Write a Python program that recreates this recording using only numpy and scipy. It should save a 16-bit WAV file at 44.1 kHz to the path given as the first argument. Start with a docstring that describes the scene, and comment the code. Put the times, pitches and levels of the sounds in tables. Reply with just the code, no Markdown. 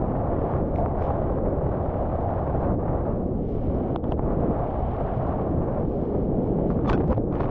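"""A surfer rides a wave with a waterproof camera. From the start, turbulent wind buffets the housing and
excites the cavities of its microphone port, while water churns under the board and spray hisses.
From half a second on, drops strike the housing; later, films of water briefly seal the port.
Near seven seconds white water slaps the housing with a hollow, comb-like ring, and the camera plunges
under, into the gulps of large air pockets and the crackle of small bubbles."""
import sys
import numpy as np
from scipy.fft import rfft, irfft, next_fast_len
from scipy.io import wavfile
from scipy.ndimage import map_coordinates

SR = 44100
rng = np.random.default_rng(int(sys.argv[2]) if len(sys.argv) > 2 else 0)


def wav_record(signal):
    """Record a signal, one row per channel, as 16-bit PCM in the file named by sys.argv[1]."""
    frames = np.transpose(np.atleast_2d(signal))
    bounded = np.clip(frames, -1, 1)
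    # unit amplitude maps onto the largest positive 16-bit level
    quanta = np.round(bounded * 32767).astype(np.int16)
    wavfile.write(sys.argv[1], SR, quanta)


N = 330750

# speed of the air over the port, expressed as a level: (time [s], relative level [dB])
AIRFLOW = [(0, -42.5), (.32, -41), (.42, -39), (.55, -39.5), (.64, -44), (.96, -44), (1.04, -39),
           (1.2, -42.5), (1.5, -45), (1.8, -42), (2.05, -42.5), (2.35, -41.5), (2.5, -42), (2.63, -38),
           (2.77, -46.5), (2.9, -40.5), (3.03, -43), (3.25, -50.5), (3.46, -58.5), (3.58, -52.5),
           (3.8, -46), (4.2, -49), (4.32, -39), (4.38, -46.5), (4.44, -43), (4.49, -45.5), (4.58, -40.5),
           (4.8, -43.5), (5.3, -40.5), (5.55, -46), (5.76, -41), (5.9, -54), (6.05, -48), (6.33, -52),
           (6.52, -52), (6.85, -49), (7.5, -46)]
# surges and lulls of pressure on the housing: (time [s], length [s], change [dB])
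SURGES = [(.54, 0.051, 5), (.75, .25, 0), (1.68, 0.059, 1.5), (2.2, .2, 1), (2.9, 0.057, 4), (3.6, .2, 0),
          (3.87, 0.11, -4.5), (4.15, 0.2, 3.5), (4.72, .26, -1.5), (5.6, .12, 3), (6.1, 0.36, -3),
          (6.9, 0.26, 3), (7.09, 0.11, 3), (7.27, 0.07, -5.5)]
# air cavities of the port: (frequency [Hz], bandwidth [Hz], gain [dB])
PORT_MODES = [(660.7, 160, 3), (674, 110, -7)]
# the port's pitch, which sinks as it gets wet: (time [s], frequency [Hz])
PORT_PITCH = [(0, 668), (.5, 652), (.69, 527.4), (.8, 703.4), (1.15, 664), (1.4, 509.4), (1.85, 628.4),
              (2.3, 676), (2.9, 624), (3.4, 520), (3.9, 623), (4.4, 594), (4.65, 688.7), (5.35, 649.2),
              (6, 541.7), (7.5, 556.2)]
# gusts that catch the port squarely: (time [s], length [s], rise [dB])
HOWLS = [(.1, 0.32, 3), (.81, 0.1, 5), (.97, .12, 2), (1.17, 0.14, 5.5), (1.45, 0.31, 7.5), (1.85, .2, 2.5),
         (2.25, 0.57, 5.5), (3.28, .2, 1.5), (4.68, .25, 5), (5.38, .2, 2.5), (6.2, .2, 4.5),
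         (6.66, .1, 12), (6.92, 0.071, 12), (7.1, 0.055, 11)]
# how hard the board and the white water churn: (time [s], level [dB])
CHURN_LEVEL = [(0, -26), (.2, -30.5), (.5, -27), (1.1, -31), (1.5, -28), (1.95, -31), (2.45, -33),
               (2.72, -25.5), (2.95, -29.5), (3.3, -27), (3.5, -29), (3.9, -25), (4.2, -27.5), (4.5, -25),
               (4.62, -31.5), (5.2, -33), (5.52, -25.5), (5.72, -29), (5.95, -25.5), (6.15, -25.5),
               (6.3, -23.5), (6.47, -24), (6.6, -23), (6.84, -25), (6.95, -23), (7.5, -28)]
# spray and foam beside the board: (time [s], level [dB])
SPRAY_LEVEL = [(.25, -73), (.53, -64), (.63, -75), (.8, -71.5), (.98, -71), (1.03, -59.5), (1.12, -64.5),
               (1.45, -75.5), (1.8, -69), (2.5, -68), (2.78, -81.5), (3.28, -77), (3.55, -66.5),
               (3.92, -65.5), (4.2, -72.5), (4.33, -74), (4.5, -68.5), (4.88, -61), (5.3, -64.5),
               (5.7, -73.5), (6.05, -68), (6.32, -73), (6.45, -67), (6.53, -71), (6.61, -66), (6.8, -70),
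               (7.3, -72)]
# sheets of fine droplets that sweep the housing; the two brief rows near 6.9 s are bright cracks of the
# plunge's impacts: (time [s], length [s], level [dB])
SHEETS = [(0.295, 0.84, -80.5), (0.786, 0.05, -68.5), (1.037, 0.08, -63.5), (2.252, 0.8, -76),
          (2.618, 0.077, -73.5), (3.097, 0.44, -79.5), (3.528, 0.16, -69), (3.696, 0.27, -73.5),
          (4.109, .05, -68), (5.998, 0.57, -72.5), (6.48, 0.12, -76), (6.71, 0.04, -66), (6.9, 0.042, -49),
          (6.933, 0.0095, -43.5), (7.095, 0.06, -67)]
# lumps of water and bubbles striking the housing:
# (time [s], knock pitch [Hz], knock level [dB], tick pitch [Hz], tick level [dB], crack level [dB])
DROPS = [(.5370, 1160, -27, 1900, -43, -53), (0.7594, 850, -32, 2150, -35.5, -43),
         (.7855, 714, -22, 2200, -42.5, -53.5), (0.8602, 1020, -21, 1850, -35, -60),
         (1.023, 910, -27, 1900, -38, -56), (1.385, 929.8, -24.5, 1808, -48, -61),
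         (3.9600, 950, -19, 3400, -34.5, -44), (3.9618, 447, -19, 1400, -36, -60),
         (4.0410, 900, -26, 3270, -47, -57), (4.1210, 596, -13, 2960, -34.5, -45),
         (4.1240, 700, -20.5, 1500, -38.5, -60), (4.1935, 684.3, -16, 1650, -37.5, -66),
         (6.587, 744, -28, 2120, -50.5, -64.5), (6.7030, 1095, -23, 2300, -48, -53),
         (6.7900, 1100, -30, 1903, -50, -65), (6.8470, 1100, -30, 2000, -46, -57),
         (6.8590, 995, -23, 2100, -43, -52), (6.8752, 1050, -31, 2100, -42, -52),
         (6.8928, 940, -18, 3196, -33, -35.5), (6.8975, 1350, -27, 2600, -28, -24.5),
         (6.9010, 950, -15.5, 1700, -24.5, -39.5), (6.9081, 450, -17, 1500, -42, -58),
         (6.9168, 1000, -21, 1850, -34, -40), (6.9297, 1250, -23, 3300, -33, -35),
         (6.9320, 905, -25, 2000, -34, -39), (6.9355, 560, -21, 2500, -36, -43),
         (6.9435, 519, -18, 2450, -41, -52), (6.9770, 470, -15.5, 2700, -49, -51),
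         (7.0057, 650, -17.5, 2300, -49, -53), (7.0135, 900, -30, 2600, -52, -54),
         (7.0210, 750, -25, 2000, -48, -57), (7.041, 800, -27, 3300, -61, -55),
         (7.1, 790, -29, 2600, -51, -54), (7.1060, 614, -24, 2000, -42, -47),
         (7.1160, 600.6, -22, 1903, -42, -48.5), (7.1250, 800, -25, 2800, -48, -44.5),
         (7.1288, 990, -20.5, 2200, -43, -43), (7.1490, 900, -34, 2700, -52, -51.5),
         (7.1650, 850, -33.5, 2400, -50.5, -55), (7.1740, 750, -31, 2378, -52.5, -52),
         (7.1796, 535, -17, 2400, -56, -54), (7.3260, 1000, -28.5, 2500, -45.5, -49),
         (7.339, 1201, -31, 2004, -45, -51), (7.3550, 1295, -36, 2990, -52, -48),
         (7.3690, 1000, -34, 2480, -51, -54), (7.3820, 950, -38, 2200, -46, -53),
         (7.4050, 1100, -32, 2400, -43, -48), (7.4190, 1000, -28, 2703, -46, -51),
         (7.4330, 1040, -25, 2100, -40, -49), (7.4420, 980, -27, 3000, -49, -52.5),
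         (7.4560, 1200, -32, 2200, -42, -49), (7.4797, 1210, -37, 2600, -49, -54.5)]
# tiny beads of spray landing on the port: (time [s], level [dB])
BEADS = [(0.7768, -63), (0.8092, -66.5), (0.991, -66), (1.9731, -71), (2.3003, -70), (3.6237, -69.5),
         (4.236, -73), (4.3240, -68), (5.8940, -70.5), (6.6925, -66.5), (7.0790, -64)]
# large air pockets collapsing near the camera: (time [s], length [s], pitch [Hz], level [dB])
GULPS = [(.792, .03, 725, -27.5), (.822, .026, 665, -25.5), (6.897, 0.061, 54.2, -23.5),
         (6.903, 0.052, 228, -24), (6.94, 0.022, 127, -20.5), (6.979, .05, 292.7, -27),
         (7.052, .03, 163.4, -23.5), (7.096, 0.054, 77.2, -20.5), (7.102, 0.043, 221, -26),
         (7.112, .035, 510, -24.5), (7.171, 0.055, 109.1, -20.5)]
# water films over the port: (time [s], length [s], treble loss [dB], bass loss [dB])
FILMS = [(2.777, 0.031, 6, 1), (4.001, 0.065, 13, 6.5), (4.159, 0.03, 9, 1.5), (4.214, 0.021, 2.5, 4),
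         (7.152, 0.028, 7.5, 13.5), (7.244, 0.12, 9.5, -1)]
# foam clouds bursting on the housing: (time [s], hold [s], relative level [dB])
FOAM_CLOUDS = [(6.702, 0.014, -53), (6.847, 0.031, -47), (6.89, 0.039, -42), (6.972, .02, -56),
               (7.003, 0.018, -56), (7.06, 0.035, -61), (7.108, 0.027, -48), (7.334, 0.08, -51.5),
               (7.403, 0.044, -48), (7.492, .02, -47)]
# white water slaps the housing with a hollow, comb-like ring:
# (time [s], length [s], lowest peak [Hz], level [dB], relative port ring [dB])
SLAPS = [(6.888, 0.032, 1140, -33, -16), (6.945, 0.029, 1470, -36.5, -18)]
# evenly spaced peaks in a slap's hollow ring, lowest first: (relative level [dB])
HOLLOW_PEAK_DB = [4.5, -6, -30, -24.5, -29, -33]

# noise spectra: (frequency [Hz], relative spectral density [dB])
BUFFET_SPECTRUM = [(10, -10.5), (25, -1.5), (50, -2.5), (80, 0.5), (105, -4.5), (140, -2.5), (190, -15.5),
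                   (400, -42), (900, -91)]  # eddies on the housing
RUSH_SPECTRUM = [(150, -12.5), (350, 2), (550, 9), (840, 4.5), (950, -1), (1110, -0.5), (1400, -10.5),
                 (1800, -19), (2300, -28), (2700, -34), (3500, -42.5), (5000, -57), (9000, -92)]  # air over the port
CHURN_SPECTRUM = [(60, -24), (130, -4.5), (180, 0.5), (300, 0.5), (460, -1.5), (600, -9), (800, -14.5),
                  (1100, -37), (2000, -63), (5000, -100)]  # water under the board
HISS_SPECTRUM = [(600, -17.5), (1500, 7.5), (2300, 10.5), (2680, 0.5), (2950, 8), (3450, -0.5), (4100, -10),
                 (5200, -14), (6500, -26), (8000, -32), (11000, -59.5)]  # spray and foam
MIST_SPECTRUM = [(800, -18.5), (1800, 4.5), (3500, 0.5), (4300, -4.5), (5500, -6.5), (6500, -13),
                 (7500, -20.5), (10000, -50)]  # fine droplets
CRACK_SPECTRUM = [(500, -5.5), (2000, 8), (3600, -5), (4600, -11), (6000, -19), (8000, -29), (11000, -41)]  # a wet impact
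BEAD_SPECTRUM = [(1500, -6), (3500, 0.5), (5800, 0), (7500, -9), (11000, -15.5)]  # a bead's tick


def amp(db):
    """Amplitude ratio of a level in decibels."""
    return 10 ** (np.asarray(db) / 20)


def unit(x):
    """Normalisation to rms 1."""
    return x / np.sqrt(np.mean(x ** 2) + 1e-20)


def curve(rows):
    """Linear interpolation of (time [s], value) points at every sample."""
    return np.interp(np.arange(N) / SR, *np.transpose(rows))


def wobble(rate):
    """Smooth random modulation with rate knots a second."""
    knots = rng.standard_normal(int(N * rate / SR) + 4)
    return map_coordinates(knots, [np.arange(N) * rate / SR])


def swells(rows):
    """Superposed Gaussian envelopes from (time [s], length [s], height)."""
    t = np.arange(N) / SR
    return sum(height * np.exp(-(2 * (t - s) / length) ** 2) for s, length, height in rows)


def plateau(s, length):
    """A flat-topped window centred on time s."""
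    offset = 2 * (np.arange(N) / SR - s) / length
    return 1 / (1 + offset ** 8)


def filtered(x, response):
    """Linear filtering: the spectrum of x times a frequency response."""
    size = next_fast_len(N + SR // 2)
    return irfft(rfft(x, size) * response(np.fft.rfftfreq(size, 1 / SR)), size)[:N]


def lowpass(x, cutoff_hz, order):
    """Zero-phase attenuation above the cutoff."""
    return filtered(x, lambda hz: 1 / (1 + (hz / cutoff_hz) ** order))


def noise(spectrum):
    """Noise of rms 1, shaped by a spectrum interpolated in log frequency."""
    f, db = np.transpose(spectrum)
    colour = lambda hz: amp(np.interp(np.log(hz + 1), np.log(f), db))
    return unit(filtered(rng.standard_normal(N), colour))


def bubbles(start, rate, centre_hz, octaves, cycles, scatter_db, slope_db, rise):
    """Bubbles as damped oscillators, rms 1 from start on: small ones ring higher, shorter and weaker."""
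    draws = rng.random((int(rate * (N / SR - start)), 4))
    when, pitch, strength, life = draws.T[:, :, None]
    octave = octaves * (2 * pitch - 1)
    hz = centre_hz * 2 ** octave
    t = np.arange(min(int(3 * cycles / centre_hz * SR), 1500)) / SR
    age = hz * t / (cycles * (.5 + life))  # 1 after 60 dB of decay
    ring = np.sin(2 * np.pi * hz * t * (1 + rise * age))
    envelope = amp(-60 * age) * (1 - np.exp(-2 * hz * t)) * (1 - t / t[-1])
    grains = ring * envelope * amp(-scatter_db * np.log(strength + 0.01) + slope_db * octave)
    index = (start * SR + when * (N - start * SR)).astype(int) + np.arange(len(t))
    cloud = np.bincount(index.ravel(), grains.ravel(), N)[:N]
    return cloud / np.std(cloud[int(start * SR):])


def wind_buffet(air_db):
    """Eddies exert a fluctuating pressure on the housing, heard as a rumble."""
    gust_db = air_db - air_db.mean()
    return amp(-28 + .05 * gust_db + swells(SURGES)) * noise(BUFFET_SPECTRUM)


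def wind_rush(air_db):
    """Turbulent flow over the port makes broadband noise that grows with air speed."""
    flutter_db = 1.2 * wobble(25) + 1.8 * wobble(130)
    return amp(air_db + 9 + flutter_db) * noise(RUSH_SPECTRUM)


def port_song(air_db, churn_db):
    """Cavity resonance: the port sings louder in fast air and is choked by churning water."""
    def response(f):
        modes = sum(amp(db) * 1j * f * width / (hz * hz - f * f + 1j * f * width)
                    for hz, width, db in PORT_MODES)
        return modes / (1 + (f / 860) ** 16) * f ** 2 / (f ** 2 + 350 ** 2)

    song = filtered(rng.standard_normal(N), response)
    # resampling makes both cavities glide and flutter together
    pitch_ratio = curve(PORT_PITCH) / PORT_MODES[0][0] * (1 + 0.01004 * wobble(9))
    song = unit(map_coordinates(song, [np.cumsum(pitch_ratio)], order=3, mode="mirror"))
    gust_db, wet_db = air_db - air_db.mean(), churn_db - churn_db.mean()
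    song_db = -38.5 + 0.31 * gust_db - 0.25 * wet_db + swells(HOWLS) + 0.55 * wobble(15)
    return amp(song_db) * song


def churn(churn_db):
    """Turbulence under the board roars, and the large air pockets it entrains oscillate as gurgles."""
    gurgle = bubbles(0, rate=260, centre_hz=287.4, octaves=0.89, cycles=12,
                     scatter_db=1.5, slope_db=-2, rise=0.11)
    return amp(churn_db) * (amp(-2) * noise(CHURN_SPECTRUM) + amp(-6.5) * gurgle)


def spray():
    """Many tiny bubbles and droplets add incoherently into a hiss of foam and a fine mist."""
    fizz = bubbles(0, rate=2600, centre_hz=2960, octaves=0.63, cycles=4.5,
                   scatter_db=8, slope_db=-11.5, rise=.05)
    specks = bubbles(0, rate=700, centre_hz=4600, octaves=0.7, cycles=4,
                     scatter_db=6, slope_db=-9.5, rise=.03)
    mist = amp(-1) * noise(MIST_SPECTRUM) + amp(-12.5) * specks
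    hiss = noise(HISS_SPECTRUM) + amp(-6.5) * fizz
    sheets = swells([(s, length, amp(db)) for s, length, db in SHEETS])
    mist_gain = np.hypot(sheets, amp(-80.5))  # passing sheets and steady mist add in power
    return amp(curve(SPRAY_LEVEL)) * hiss + mist_gain * mist


def patter(air_db):
    """Stray drops carried by the air stream ring briefly on impact, louder in faster air."""
    plops = bubbles(0, rate=70, centre_hz=1060, octaves=0.82, cycles=7.1,
                    scatter_db=-1, slope_db=-12.5, rise=0.044)
    return amp(air_db - 10) * lowpass(plops, 2200, order=6)


def drops():
    """Heavily damped impacts: each lump of water knocks on the wet wall, ticks on the port and cracks."""
    out, t = np.zeros(N + SR), np.arange(SR // 50) / SR
    pulse = lambda peak_s: (t / peak_s) ** 2 * np.exp(2 - 2 * t / peak_s)
    grit = noise(CRACK_SPECTRUM)
    for s, knock_hz, knock_db, tick_hz, tick_db, crack_db in DROPS:
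        start = round(s * SR)
        knock = amp(knock_db) * pulse(0.00095) * np.sin(2 * np.pi * knock_hz * t)
        tick = amp(tick_db) * pulse(0.00069) * np.sin(2 * np.pi * tick_hz * t)
        crack = amp(crack_db) * pulse(0.0009) * grit[start:][:len(t)]
        out[start:][:len(t)] += knock + tick + crack
    return out[:N]


def beads(peak_s=.0008):
    """A brief impact has a broad spectrum: beads of spray land on the port with a thin, faint tick."""
    t = np.arange(N) / SR
    ages = [(np.clip((t - s) / peak_s, 0, 20), db) for s, db in BEADS]
    envelope = sum(amp(db) * age * np.exp(1 - age) for age, db in ages)
    return envelope * noise(BEAD_SPECTRUM)


def gulps(rise_octaves_per_s=2):
    """A large air pocket pulsates at its natural frequency, which rises as the pocket shrinks."""
    out = np.zeros(N)
    for s, length, hz, db in GULPS:
        t = np.arange(-int(2 * length * SR), int(2 * length * SR)) / SR
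        pitch_hz = hz * 2 ** (rise_octaves_per_s * t)
        phase = 2 * np.pi * (np.cumsum(pitch_hz) / SR + rng.random())
        envelope = amp(db) * np.exp(-(2 * t / length) ** 2)
        out[round((s + t[0]) * SR):][:len(t)] += envelope * np.sin(phase)
    return out


def water_films(x):
    """Transmission loss: a film of water briefly seals the port, changing bass and treble unequally."""
    treble_loss_db, bass_loss_db = sum(np.outer(loss_db, plateau(s, length))
                                       for s, length, *loss_db in FILMS)
    bass = lowpass(x, 650, order=6)
    return amp(-bass_loss_db) * bass + amp(-treble_loss_db) * (x - bass)


def foam(rise_db_per_s=1498.5, fall_db_per_s=702.5):
    """Bubble resonance: as white water closes over the camera, clouds of foam swell, crackle and die."""
    t = np.arange(N) / SR
    envelope = np.zeros(N)
    for s, hold, db in FOAM_CLOUDS:
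        before_s, after_s = np.clip(s - t, 0, .1), np.clip(t - s - hold, 0, .1)
        envelope += amp(db - rise_db_per_s * before_s - fall_db_per_s * after_s)
    crackle = bubbles(6.6, rate=1200, centre_hz=1920, octaves=1.65, cycles=3.7,
                      scatter_db=4, slope_db=-15.5, rise=.1)
    fizz = bubbles(7.4, rate=2400, centre_hz=3300, octaves=0.99, cycles=4,
                   scatter_db=0, slope_db=-12.5, rise=.05)
    return envelope * lowpass(amp(11) * crackle + amp(-10.5) * fizz, 6800, order=8)


def slaps(peak_step_hz=1010, peak_width_hz=270, port_ring_hz=3450, sag_octaves_per_s=1.7):
    """Comb-like colouration: each slap has a brief hollow ring of evenly spaced peaks that sag in pitch."""
    out, t = np.zeros(N), np.arange(N) / SR
    notch = lambda f: np.abs(f - 2130) / np.hypot(f - 2130, 400)  # a gap in the ring's spectrum
    peak = lambda detune_hz: 1 / (1 + (2 * detune_hz / peak_width_hz) ** 2) ** 2
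    for s, length, lowest_hz, db, ring_db in SLAPS:
        peaks = [(lowest_hz + k * peak_step_hz, level) for k, level in enumerate(HOLLOW_PEAK_DB)]
        peaks.append((port_ring_hz, ring_db))
        hollow = lambda f: notch(f) * sum(amp(level) * peak(f - hz) for hz, level in peaks)
        steady = filtered(rng.standard_normal(N), hollow)
        pitch_ratio = 2 ** (-sag_octaves_per_s * np.clip(t - s, -length, length))
        ring = np.interp(np.cumsum(pitch_ratio) % N, np.arange(N), steady)
        out += amp(db) * plateau(s, length) * unit(ring)
    return out


def scene():
    """Superposition in mono: the continuous sounds pass through the water films; the brief ones add on."""
    air_db, churn_db = curve(AIRFLOW), curve(CHURN_LEVEL)
    wind = wind_buffet(air_db) + wind_rush(air_db) + port_song(air_db, churn_db)
    ride = water_films(wind + churn(churn_db) + spray() + patter(air_db))
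    return (ride + foam() + gulps() + slaps() + drops() + beads())[None]


def record(dry):
    """Low-pass filtering: the sealed housing dulls the treble, and the camera limits the bandwidth."""
    housing_hz, limit_hz = 9200, 11100
    edge_s = np.minimum(np.arange(N), np.arange(N)[::-1]) / SR
    fade = np.minimum(edge_s / .001, 1)
    response = lambda hz: (hz < limit_hz) / np.sqrt(1 + (hz / housing_hz) ** 10)
    return filtered(dry[0] * fade, response)[None]


dry = scene()
out = record(dry)
wav_record(out)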